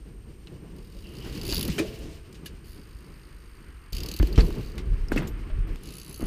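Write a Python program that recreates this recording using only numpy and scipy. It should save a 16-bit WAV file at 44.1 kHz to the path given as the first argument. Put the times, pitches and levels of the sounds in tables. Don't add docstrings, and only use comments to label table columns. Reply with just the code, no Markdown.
import sys
import numpy as np
from scipy import signal
from scipy.fft import rfft, irfft
from scipy.io import wavfile
from scipy.ndimage import uniform_filter1d

SR = 44100
rng = np.random.default_rng(int(sys.argv[2]) if len(sys.argv) > 2 else 0)


def wrap_up_sound(samples):
    columns = np.atleast_2d(samples).T
    tamed = np.clip(columns, -1, 1)
    steps = np.round(tamed * 32767).astype(np.int16)
    wavfile.write(sys.argv[1], SR, steps)


def field_ratio(decibels):
    return 10 ** (np.asarray(decibels, dtype=float) / 20)


N = 276451
T = np.arange(N) / SR

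# [start t/s, end t/s]
PASSES = [
    (0, 3.922),
    (3.926, 5.758),
    (5.762, 6.268),
]
# [t/s, nearness level/dB], 0 = alongside
NEARNESS = [
    [(0, -29), (.99, -24.5), (1.08, -18.5), (1.36, -10.5), (1.62, -1.5), (1.81, -10.5), (2.16, -19.5),
     (2.27, -22.5), (3.92, -36.5)],
    [(3.926, -12), (4.594, -13.5), (4.772, -22), (5.55, -23), (5.758, -20.5)],
    [(5.762, -22), (5.882, -16), (6.268, -18.5)],
]
# [wind level/dB, ground rumble level/dB, tyre drumming level/dB, soil crunch level/dB, leaf rustle level/dB]
GROUND = [
    (-50, -38.5, -35, -51, -36.5),
    (-40, -41, -32, -51, -36.5),
    (-52, -43, -37.5, -57, -35),
]
# [level/dB at the start, level/dB at the end], as the camera's gain creeps up
FOREST_MURMUR = [
    (-70.5, -57.5),
    (-57, -54.5),
    (-60.5, -60.5),
]
TRUNKS = [3, -1.7, -1]
# [t/s, level/dB, rise/s, fall/s]
WIND_GUSTS = [(3.927, 8.5, 0.00064, 0.13), (4.28, -9, 0.17, 0.2), (4.3, 14.5, 0.11, 0.24),
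              (7.8, 4, .1, 0.23), (1.6, -0.5, .1, 0.086), (5.1, 3.5, 0.11, 0.092)]
# [t/s, level/dB, half length/s]
ROOTS_AND_RUTS = [(0.687, 7.5, 0.25), (1.18, 4.5, 0.1), (1.32, 3.5, 0.33), (1.78, 3, 0.03), (1.862, 0, .02),
                  (1.08, -0.5, 0.11), (2.53, 1, 0.18), (3.55, 1.5, 0.36), (2.22, -9, .07),
                  (3.953, -5, 0.039), (4.163, -10, 0.078), (4.316, -4, 0.11), (4.425, 7.5, 0.23),
                  (4.844, 6, 0.28), (5.197, 16, .14), (5.883, 4.5, 0.077)]

# [f/Hz, density level/dB]
RUMBLE_SPECTRUM = [(18, -12), (28, -6), (52, -2.5), (75, -9), (100, -16.5), (135, -21)]
CASING_SPECTRUM = [(65, -10.5), (100, -1), (160, 3.5), (250, -3.5), (340, -1.5), (450, -6.5), (540, -16),
                   (750, -22), (1200, -25.5)]
CRUNCH_SPECTRUM = [(500, -22), (850, -3), (1100, 4), (1500, 2), (2100, 1), (3000, -4.5), (5000, -34)]
RUSTLE_SPECTRUM = [(1500, -13), (2350, -2), (2900, 2.5), (3450, -6), (4700, -2), (6000, -9.5),
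                   (9000, -15.5), (11000, -15), (15500, -15)]
# [f/Hz, density level/dB]
HISS_SPECTRUM = [(2000, 2.9), (5000, 9.5), (9000, 4.7), (13000, 7.8), (15150, 3)]
# [f/Hz, rms level/dB]
WHINE_LINES = [(8549.4, -86), (8599.7, -76), (8650, -71.5)]
# [t/s, f/Hz, level/dB]
BRAKE_SQUEAK = [(5.8, 1215, -76), (5.85, 1247, -66), (6.18, 1300, -67), (6.21, 1227, -58),
                (6.27, 1170, -64)]

# [t/s, level/dB, f/Hz, t60/s]
AIR_SHOVES = [(4.86, -14, 41.8, 0.23), (4.9, -7, 33.4, 0.22), (4.99, -16.5, 28.4, 0.45),
              (5.3, -22.5, 37.9, 0.62), (5.51, -16, 25.9, 0.4), (5.57, -12, 37.55, 0.37),
              (5.69, -16, 30, 0.24)]
# [t/s, level/dB, bounce f/Hz, t60/s]
LANDINGS = [(1.476, -25, 55, 0.13), (1.527, -21, 41.7, 0.21), (1.699, -19, 55, 0.069),
            (4.2, -9, 43.8, 0.17), (4.213, -14, 29.3, 0.21), (4.24, -16, 46.3, 0.22),
            (4.395, -12.5, 27.2, 0.34), (4.379, -3, 46.6, 0.21), (4.43, -12, 36, 0.2),
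            (5.133, -21.5, 31.1, 0.62), (6.234, -21, 23.9, 0.27), (6.265, -29, 50.1, .1),
            (5.091, -34, 40, 0.092), (5.247, -23, 30, 0.17)]
# [t/s, level/dB, f/Hz, t60/s]
CASING_KNOCKS = [(1.488, -25, 325, 0.093), (1.52, -25, 307, 0.051), (1.682, -19.5, 272, 0.07),
                 (1.695, -18.5, 162, .09), (1.82, -25.5, 407, 0.19), (1.652, -24.5, 334, .04),
                 (1.575, -28, 150, 0.15), (4.205, -19.5, 200, 0.084), (1.784, -22, 409, 0.14),
                 (1.7975, -15.5, 270, 0.042), (1.8008, -10.5, 296, 0.035), (1.808, -21, 321, 0.13),
                 (4.392, -28, 500, 0.072), (4.49, -27, 376, 0.075), (4.43, -25, 150, 0.11),
                 (4.048, -26, 252, 0.026), (4.09, -28, 296, .03), (4.118, -34, 280, 0.032),
                 (4.146, -29.5, 320, 0.03), (4.2, -22, 278, 0.089), (4.2295, -10.5, 287, 0.03),
                 (4.31, -30.5, 381, 0.11), (4.379, -12, 235, 0.061), (4.3835, -15.5, 431, 0.088),
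                 (4.3815, -13.5, 192.4, 0.084), (4.402, -23, 415, 0.12), (4.475, -26.5, 382, 0.15),
                 (5.12, -6, 270, 0.02), (5.127, -20.5, 324, 0.025), (5.162, -7, 253, 0.028),
                 (5.17, -19.5, 330, 0.09), (5.221, -19.5, 337, 0.031), (4.99, -42, 193, 0.059),
                 (6.1975, -25, 298, 0.03), (6.2115, -23, 170, 0.042), (6.2155, -25, 328, 0.033),
                 (6.2245, -26, 310, 0.027), (6.2277, -15, 239, 0.029), (6.241, -24, 210, .04),
                 (6.252, -29, 330, .05)]
# [t/s, level/dB, f/Hz, t60/s]
STONE_PINGS = [(1.782, -30.5, 2970, 0.065), (1.786, -29.5, 2378, 0.1), (1.785, -31.5, 1776, 0.1),
               (2.459, -39, 2840, 0.08), (2.461, -42.5, 1630, 0.056), (4.229, -30.5, 1660, 0.014),
               (4.229, -28.5, 2920, 0.012), (4.357, -37, 3080, .08), (5.1185, -21, 1560, 0.02),
               (5.178, -26, 2090, 0.043), (1.79, -32.5, 1880, 0.041), (1.795, -28, 2490, 0.051),
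               (5.175, -23.5, 2600, 0.039), (5.175, -26.5, 1850, 0.046), (5.5, -45.5, 613, 0.19)]

# [t/s, level/dB, centre f/Hz, t60/s]
TWIGS_AND_CHAIN = [(.471, -53, 3150, 0.059), (1.7, -38, 4040, 0.034), (2.327, -52, 5940, 0.044),
                   (2.344, -53.5, 4060, 0.15), (2.449, -53, 3800, .03), (2.459, -43.5, 3900, 0.11),
                   (4.199, -38, 1550, 0.071), (4.226, -40, 2530, .016), (4.357, -41, 3640, 0.084),
                   (4.378, -30, 1840, 0.12), (4.506, -37.5, 978, 0.019), (4.782, -40, 3170, 0.082),
                   (5.085, -49.5, 9000, 0.0085), (5.118, -31.5, 1180, 0.081), (5.126, -47, 2700, 0.41),
                   (5.12, -44.5, 5860, 0.096), (5.177, -43, 6540, 0.099), (5.174, -36, 1640, 0.21),
                   (5.22, -41, 1380, 0.19), (5.272, -47, 5660, 0.093), (5.499, -51.5, 1750, 0.11)]
# [t/s, level/dB, centre f/Hz, t60/s]
THROWN_SOIL = [(1.525, -41, 1200, 0.12), (1.684, -40, 1200, .05), (1.781, -33.5, 2500, 0.16),
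               (1.787, -35, 6000, 0.047), (1.987, -54, 11000, .05), (3.924, -44, 7000, 0.018),
               (4.172, -43, 9000, 0.027), (4.78, -36, 3500, 0.0071), (5.16, -37, 1800, 0.066),
               (5.759, -40.5, 2990, 0.0048)]
# [t/s, level/dB, centre f/Hz, t60/s]
METAL_RINGS = [(.467, -52, 820, .02), (.4716, -53, 3900, .011), (.4716, -51, 2970, .013),
               (.4766, -57, 3800, .027), (.4766, -55, 2800, .03), (.951, -54, 540, .14),
               (1.041, -56.5, 2870, .5), (1.211, -52.5, 2930, .26), (1.786, -40, 610, .3),
               (2.4576, -48.5, 11200, .06), (2.4576, -50, 14300, .035), (2.461, -49, 4600, .06),
               (2.461, -53.5, 6400, .053), (2.501, -55, 380, .23), (4.3272, -49, 14000, .025),
               (4.3272, -45, 4650, .03), (4.379, -40, 5400, .055), (4.4045, -35, 4500, .03),
               (4.4175, -42, 4600, .033), (5.0845, -50, 5100, .025), (5.1172, -47, 12600, .03),
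               (5.161, -54, 12800, .088), (5.186, -41, 640, .08), (5.221, -56, 12800, .04),
               (5.2722, -53, 12600, .11), (5.2722, -51, 7100, .04), (5.673, -64, 12000, .03),
               (5.726, -65, 13000, .03), (6.2545, -47, 1500, .03), (4.378, -50, 12000, .03)]
# [t/s, level/dB, centre f/Hz, t60/s]
TYRE_SKIDS = [(1.241, -52.5, 1100, .11), (1.691, -45.5, 4000, .065), (1.721, -54.5, 12500, .1),
              (2.021, -59, 4900, .24), (4.379, -54, 11000, .09), (4.386, -43.5, 4400, .05),
              (4.391, -38, 2500, .048), (4.441, -57.5, 12500, .091), (6.206, -50, 1400, .08),
              (6.213, -48, 520, .05)]
# [t/s, level/dB, centre f/Hz, t60/s]
FRAME_HUMS = [(1.89, -46, 438, .73), (1.9, -60, 656, 1.4), (1.9, -53, 539, 0.69), (1.95, -51, 338, 0.86),
              (4.275, -39.5, 353, 0.25)]
SNAPS = [(TWIGS_AND_CHAIN, 0.91, 0.02), (THROWN_SOIL, 1.4, 0.081), (METAL_RINGS, 0.11, 0.13),
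         (TYRE_SKIDS, 0.81, 0.49), (FRAME_HUMS, 0.04, 0.086)]

# [f/Hz, width/Hz, level/dB]
SHELL_MODES = [(2840, 850, 0.5), (3570, 560, -5), (3980, 780, 3), (4600, 590, 7), (5070, 630, 0.5),
               (5620, 370, -8)]
PAWL_MODES = [(9730, 780, 4.5), (10680, 900, 14), (11740, 990, 9)]
SPRING_MODES = [(12600, 1400, -5.5), (14000, 900, -5.5), (14900, 600, -9.5)]
FLANGE_MODES = [(6490, 990, -1), (7660, 2300, -5)]
SPRING_FACING = [4, 7.5, -2]
FLANGE_FACING = [-0.4, 2, 5]
# [t/s, ratchet rate/teeth per s]
COASTING = [
    [(2.644, 82), (2.722, 81), (2.781, 52), (3.62, 54), (3.8, 42), (3.92, 48)],
    [(4.4179, 70.1), (4.582, 27.1), (4.675, 85.7), (4.748, 15), (4.77, 30)],
]
# [t/s, pawl ring level/dB, shell ring relative level/dB]
HUB_LEVELS = [(.76, -54, 0), (1.2, -43, 5.5), (1.39, -35, 2.5), (1.45, -31, 0), (1.57, -26, 0.5),
              (1.69, -24, -4), (2.64, -49.5, -1.5), (2.73, -48.5, -0.5), (2.8, -56.5, 3), (3.92, -62, 2),
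              (3.926, -48, 3), (3.99, -42, 8), (4.04, -45, 5), (4.33, -35.5, -1.5), (4.42, -41, 0),
              (4.78, -52, 4), (5.83, -37, -4), (6.27, -41, -9.5)]
# [t/s, pawl ring level/dB, shell ring level/dB]
APPROACH_DROPS = [(0.7627, -51, -60), (0.7841, -57, -55), (0.8044, -60, -64), (0.826, -57, -60),
                  (0.846, -54, -57), (0.8714, -55, -60), (0.8989, -54, -59), (0.9218, -56, -59),
                  (0.9467, -56, -58), (0.9672, -53, -56), (0.987, -53, -53), (1.0053, -48, -59),
                  (1.0224, -53, -53), (1.042, -53, -59), (1.068, -50, -55), (1.0899, -49, -55),
                  (1.1064, -55, -59), (1.1209, -50, -59), (1.1363, -48, -58), (1.152, -47, -48),
                  (1.167, -48, -50), (1.1844, -46, -47), (1.2027, -47, -53), (1.2241, -48, -48),
                  (1.2474, -48, -46), (1.268, -44, -51), (1.296, -45, -47), (1.3244, -41, -45),
                  (1.3503, -43, -43), (1.374, -40, -42)]
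ALONGSIDE_DROPS = [(1.3952, -48, -55), (1.4132, -35.5, -37), (1.4326, -35, -38.5), (1.4513, -30.5, -38),
                   (1.4654, -32, -40), (1.4776, -32, -38), (1.49, -29, -34.5), (1.498, -32, -35),
                   (1.506, -32, -33), (1.5152, -32, -34), (1.5242, -28, -29), (1.5344, -26, -37),
                   (1.5439, -21, -34), (1.5544, -31, -30), (1.5661, -24, -30), (1.5788, -24, -32),
                   (1.5928, -23, -33), (1.6095, -22, -29), (1.6277, -21, -32), (1.6507, -24, -33.5),
                   (1.6785, -24.5, -35)]
OVERHEAD_DROPS = [(3.929, -31.5, -36.5), (3.949, -33, -39), (3.9662, -32, -37), (3.982, -35, -37),
                  (4.0035, -36, -37), (4.0328, -31.5, -34.5), (4.06, -33, -36.5), (4.0858, -30, -35),
                  (4.114, -29.5, -33.5), (4.1383, -29, -37.5), (4.1634, -29, -36.5), (4.1884, -30, -38.5),
                  (4.2263, -33, -39), (4.2709, -31, -44.5), (4.3272, -45, -47)]
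SIDEWAYS_DROPS = [(5.834, -38, -49), (5.8556, -38, -48), (5.8721, -39, -50), (5.888, -39, -48.5),
                  (5.905, -39, -49), (5.9219, -37, -50), (5.9381, -38, -45), (5.9526, -38, -50),
                  (5.9674, -36, -51), (5.9826, -33, -45), (5.9982, -34, -47), (6.0145, -39, -47),
                  (6.0312, -38, -51), (6.0467, -35, -50), (6.0624, -39, -50), (6.0786, -36, -51),
                  (6.094, -31, -48), (6.11, -39, -48), (6.127, -32, -52), (6.1424, -32, -45),
                  (6.1599, -38, -49), (6.1754, -30.5, -56), (6.1904, -38, -53), (6.2058, -35, -51),
                  (6.2204, -37, -50), (6.2387, -38, -51), (6.2554, -34, -51)]
# [drops, pawl gain/dB, shell gain/dB]
NEAR_DROPS = [(APPROACH_DROPS, 0.7, 6.9), (ALONGSIDE_DROPS, 1.2, 8.5),
              (OVERHEAD_DROPS, -0.46, 7.9), (SIDEWAYS_DROPS, 3.1, 8.7)]
# [t/s, lag/ms, level/dB]
SOIL_REFLECTION = [(.76, .5, -18), (1.48, 0.51, -10), (1.6, 0.47, -15), (3.92, .55, -14), (3.93, 0.56, -14),
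                   (4.035, 0.44, -8.5), (4.08, .57, -10), (4.2, .58, -4), (4.78, .58, -8), (5.83, 0.4, -10),
                   (5.89, 0.62, -10), (5.96, 0.62, -3), (5.99, 0.57, -12), (6.08, 0.59, -2.5),
                   (6.27, .54, -5)]


def unit(x):
    return x / np.sqrt(np.mean(x ** 2))


def colour(x, spectrum):
    hz, db = np.transpose(spectrum)
    f = np.maximum(np.fft.rfftfreq(N, 1 / SR), 1)
    gain = field_ratio(np.interp(np.log(f), np.log(hz), db, left=-90, right=-90))
    return unit(irfft(rfft(x) * gain, N))


def walk(rate):
    k = int(SR / rate)
    held = np.repeat(rng.standard_normal(N // k + 1), k)
    return unit(uniform_filter1d(uniform_filter1d(held, k), k)[:N])


def swell(table):
    return sum(np.interp(T, [s - rise_s, s, s + fall_s], [0, db, 0]) for s, db, rise_s, fall_s in table)


def fade(x, t60_s):
    return signal.lfilter([1], [1, -np.exp(-np.log(1000) / (t60_s * SR))], x)


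def ring(x, hz, width):
    b, a = signal.iirpeak(hz, hz / width, fs=SR)
    twice = signal.lfilter(b, a, signal.lfilter(b, a, x))
    return twice / np.sqrt(np.pi * width / SR / 2)


def add(out, s, x):
    i = int(s * SR)
    out[i:i + len(x)] += x[:N - i]


def spot_at(s):
    return np.minimum(np.searchsorted(np.transpose(PASSES)[1], s), 2)


def whine():
    t = T - 0.007
    return sum(field_ratio(db) * np.sqrt(2) * np.sin(2 * np.pi * hz * t) for hz, db in WHINE_LINES)


def hiss(heard):
    duck_from_db, duck_slope, duck_s = -51, 0.28, 0.12
    loud_db = 10 * np.log10(uniform_filter1d(heard ** 2, size=int(duck_s * SR)) + 1e-9)
    hiss_db = -70 - duck_slope * np.maximum(loud_db - duck_from_db, 0)
    return field_ratio(hiss_db) * colour(rng.standard_normal(N), HISS_SPECTRUM)


def grains(rate, spread_db):
    hit = rng.random(N) < rate / SR
    sign = np.sign(rng.standard_normal(N))
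    return hit * sign * field_ratio(spread_db * np.minimum(rng.exponential(size=N), 3))


def rolling():
    near_db = np.interp(T, *np.concatenate(NEARNESS).T)
    ruts_db = swell([(s, db, half_s, half_s) for s, db, half_s in ROOTS_AND_RUTS])
    forest_db = np.interp(T, np.ravel(PASSES), np.ravel(FOREST_MURMUR))
    wind_db, ground_db, casing_db, soil_db, leaves_db = np.transpose(GROUND)[:, spot_at(T)]

    rumble = np.hypot(field_ratio(wind_db + swell(WIND_GUSTS)), field_ratio(ground_db + 0.53 * near_db))
    casing = field_ratio(casing_db + 0.57 * near_db + ruts_db)
    crunch = np.hypot(field_ratio(forest_db), field_ratio(soil_db + 0.63 * near_db + 0.53 * ruts_db))
    rustle = field_ratio(leaves_db + near_db + 0.12 * ruts_db)

    noise = rng.standard_normal((4, N))
    bumps = walk(28)
    drummed = noise[1] + 0.5 * unit(grains(200, 3))
    gritty = noise[2] + 0.37 * unit(grains(400, 2.5))
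    leafy = noise[3] + 0.18 * unit(grains(460, 3.6))
    out = rumble * field_ratio(4.0 + 1.7 * walk(14)) * colour(noise[0], RUMBLE_SPECTRUM)
    out += casing * field_ratio(-0.5 + 2.27 * bumps) * colour(drummed, CASING_SPECTRUM)
    out += crunch * field_ratio(-0.75 + 0.71 * bumps) * colour(gritty, CRUNCH_SPECTRUM)
    out += rustle * field_ratio(-4.0 + 2.2 * walk(40)) * colour(leafy, RUSTLE_SPECTRUM)
    return out


def brake_rub():
    s, hz, db = np.transpose(BRAKE_SQUEAK)
    pitch_hz = np.interp(T, s, hz) * (1 + 0.009 * walk(70))
    level_db = np.interp(T, s, db, left=-120) + 5.6 * walk(25)
    return field_ratio(level_db) * np.sin(2 * np.pi * np.cumsum(pitch_hz) / SR)


def blows(table, sag, sag_s, rough, contact_s, overtones=()):
    out, t = np.zeros(N), T[:SR // 2]
    flutter = walk(150)[:len(t)]
    for k, (s, db, hz, t60_s) in enumerate(table):
        wobble = 1 + rough * np.roll(flutter, 997 * k)
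        pitch_hz = hz * (1 + sag * np.exp(-t / sag_s)) * wobble
        phase = 2 * np.pi * np.cumsum(pitch_hz) / SR
        wave = np.sin(phase) + sum(field_ratio(part_db) * np.sin(ratio * phase) for ratio, part_db in overtones)
        envelope = field_ratio(db - 60 * t / t60_s) * (1 - np.exp(-t / contact_s))
        add(out, s, -envelope * wave)
    return out


def wind_buffets():
    return blows(AIR_SHOVES, sag=0.12, sag_s=0.029, rough=0.16, contact_s=0.018,
                 overtones=[(2.3, -11), (3.6, -21)])


def snaps():
    out, t = np.zeros(N), T[:16384]
    f = np.maximum(np.fft.rfftfreq(len(t), 1 / SR), 1)
    for events, octaves, rattle in SNAPS:
        noises = rng.standard_normal((len(events), 2, len(t)))
        for (s, db, hz, t60_s), noise in zip(events, noises):
            shape = np.exp(-0.5 * (np.log2(f / hz) / octaves) ** 2) * np.sqrt(hz / f)
            band = unit(irfft(rfft(noise[0]) * shape, len(t)))
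            grit = field_ratio(2.0 * unit(uniform_filter1d(noise[1], size=60)))
            decay = field_ratio(db - 60 * np.maximum(t / t60_s - rattle, 0))
            add(out, s, decay * grit * band)
    return out


def stone_pings():
    return blows(STONE_PINGS, sag=0.009, sag_s=0.014, rough=0.018, contact_s=0.0001)


def casing_knocks():
    return blows(CASING_KNOCKS, sag=0.11, sag_s=0.00097, rough=0.08, contact_s=0.00094,
                 overtones=[(0.55, -13.5), (1.47, -15.5)])


def wheel_landings():
    return blows(LANDINGS, sag=1.0, sag_s=0.0065, rough=0.043, contact_s=0.0013)


def ticks():
    coasting_s = []
    for coast in COASTING:
        s, rate = np.transpose(coast)
        t = T[(T >= s[0]) & (T < s[-1])]
        teeth = np.floor(np.cumsum(np.interp(t, s, rate)) / SR)
        coasting_s.append(t[np.r_[0, np.flatnonzero(np.diff(teeth))]])
    at = np.concatenate(coasting_s)
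    s, db, shell_db = np.transpose(HUB_LEVELS)
    scatter = np.clip(rng.standard_normal((2, len(at))), -2, 2)
    far_pawl_db = np.interp(at, s, db) + 0.54 * scatter[0]
    far_shell_db = np.interp(at, s, db + shell_db) + 0.5 * scatter[1]
    drops = [np.array([at, far_pawl_db, far_shell_db])]
    for rows, *gains_db in NEAR_DROPS:
        drops.append((np.array(rows) + [0, *gains_db]).T)
    at, pawl_db, shell_db = np.hstack(drops)
    return at, pawl_db, shell_db, np.interp(at, s, db) - db.max()


def off_the_soil(direct):
    s, lag_ms, echo_db = np.transpose(SOIL_REFLECTION)
    echo = field_ratio(np.interp(T, s, echo_db))
    late = np.interp(T - np.interp(T, s, lag_ms) / 1000, T, uniform_filter1d(direct, size=3))
    return (direct - echo * late) / np.sqrt(1 + echo ** 2)


def freewheel():
    s, pawl_db, shell_db, far_db = ticks()
    facing = np.array([SPRING_FACING, FLANGE_FACING, TRUNKS])
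    spring_db, flange_db, trunks_db = facing[:, spot_at(s)]
    modes = [(pawl_db - 28.5, m) for m in PAWL_MODES]
    modes += [(pawl_db + spring_db - 17.0, m) for m in SPRING_MODES]
    modes += [(shell_db - 18.0, m) for m in SHELL_MODES]
    modes += [(shell_db + flange_db - 18.0, m) for m in FLANGE_MODES]
    wet = field_ratio(-21.5 + trunks_db - 0.3779 * far_db)
    sharp = field_ratio(0.3 * far_db - 3.0)
    at, out = (s * SR).astype(int), 0
    mixes = rng.standard_normal((len(modes), len(s)))
    for (gain_db, (hz, width, mode_db)), mix in zip(modes, mixes):
        size = field_ratio(gain_db + mode_db + 1.6 * np.clip(mix, -2, 2))
        drops = np.bincount(at, size, N)
        echoes = np.bincount(at, size * wet, N)
        clicks = 8.2 * np.bincount(at, size * sharp, N)
        rattle_t60_s = 0.028 * (4500 / hz) ** 0.19
        rattle = fade(drops, rattle_t60_s) + fade(echoes, 0.1)
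        out = out + ring(rattle * rng.standard_normal(N) + clicks, hz, width)
    return off_the_soil(out)


def scene():
    background = rolling() + wind_buffets() + brake_rub()
    strikes = snaps() + stone_pings() + casing_knocks() + wheel_landings()
    return (background + strikes + freewheel())[None]


def low_pass(x):
    return signal.sosfilt(signal.butter(12, 16450, fs=SR, output="sos"), x)


def record(dry):
    ceiling = 0.94
    wet = ceiling * np.tanh(dry / ceiling) + whine() + hiss(dry)
    top_cut = signal.cheby1(14, 0.5, 15250, fs=SR, output="sos")
    wet = signal.sosfilt(top_cut, wet)
    return low_pass(wet)


dry = scene()
out = record(dry)
wrap_up_sound(out)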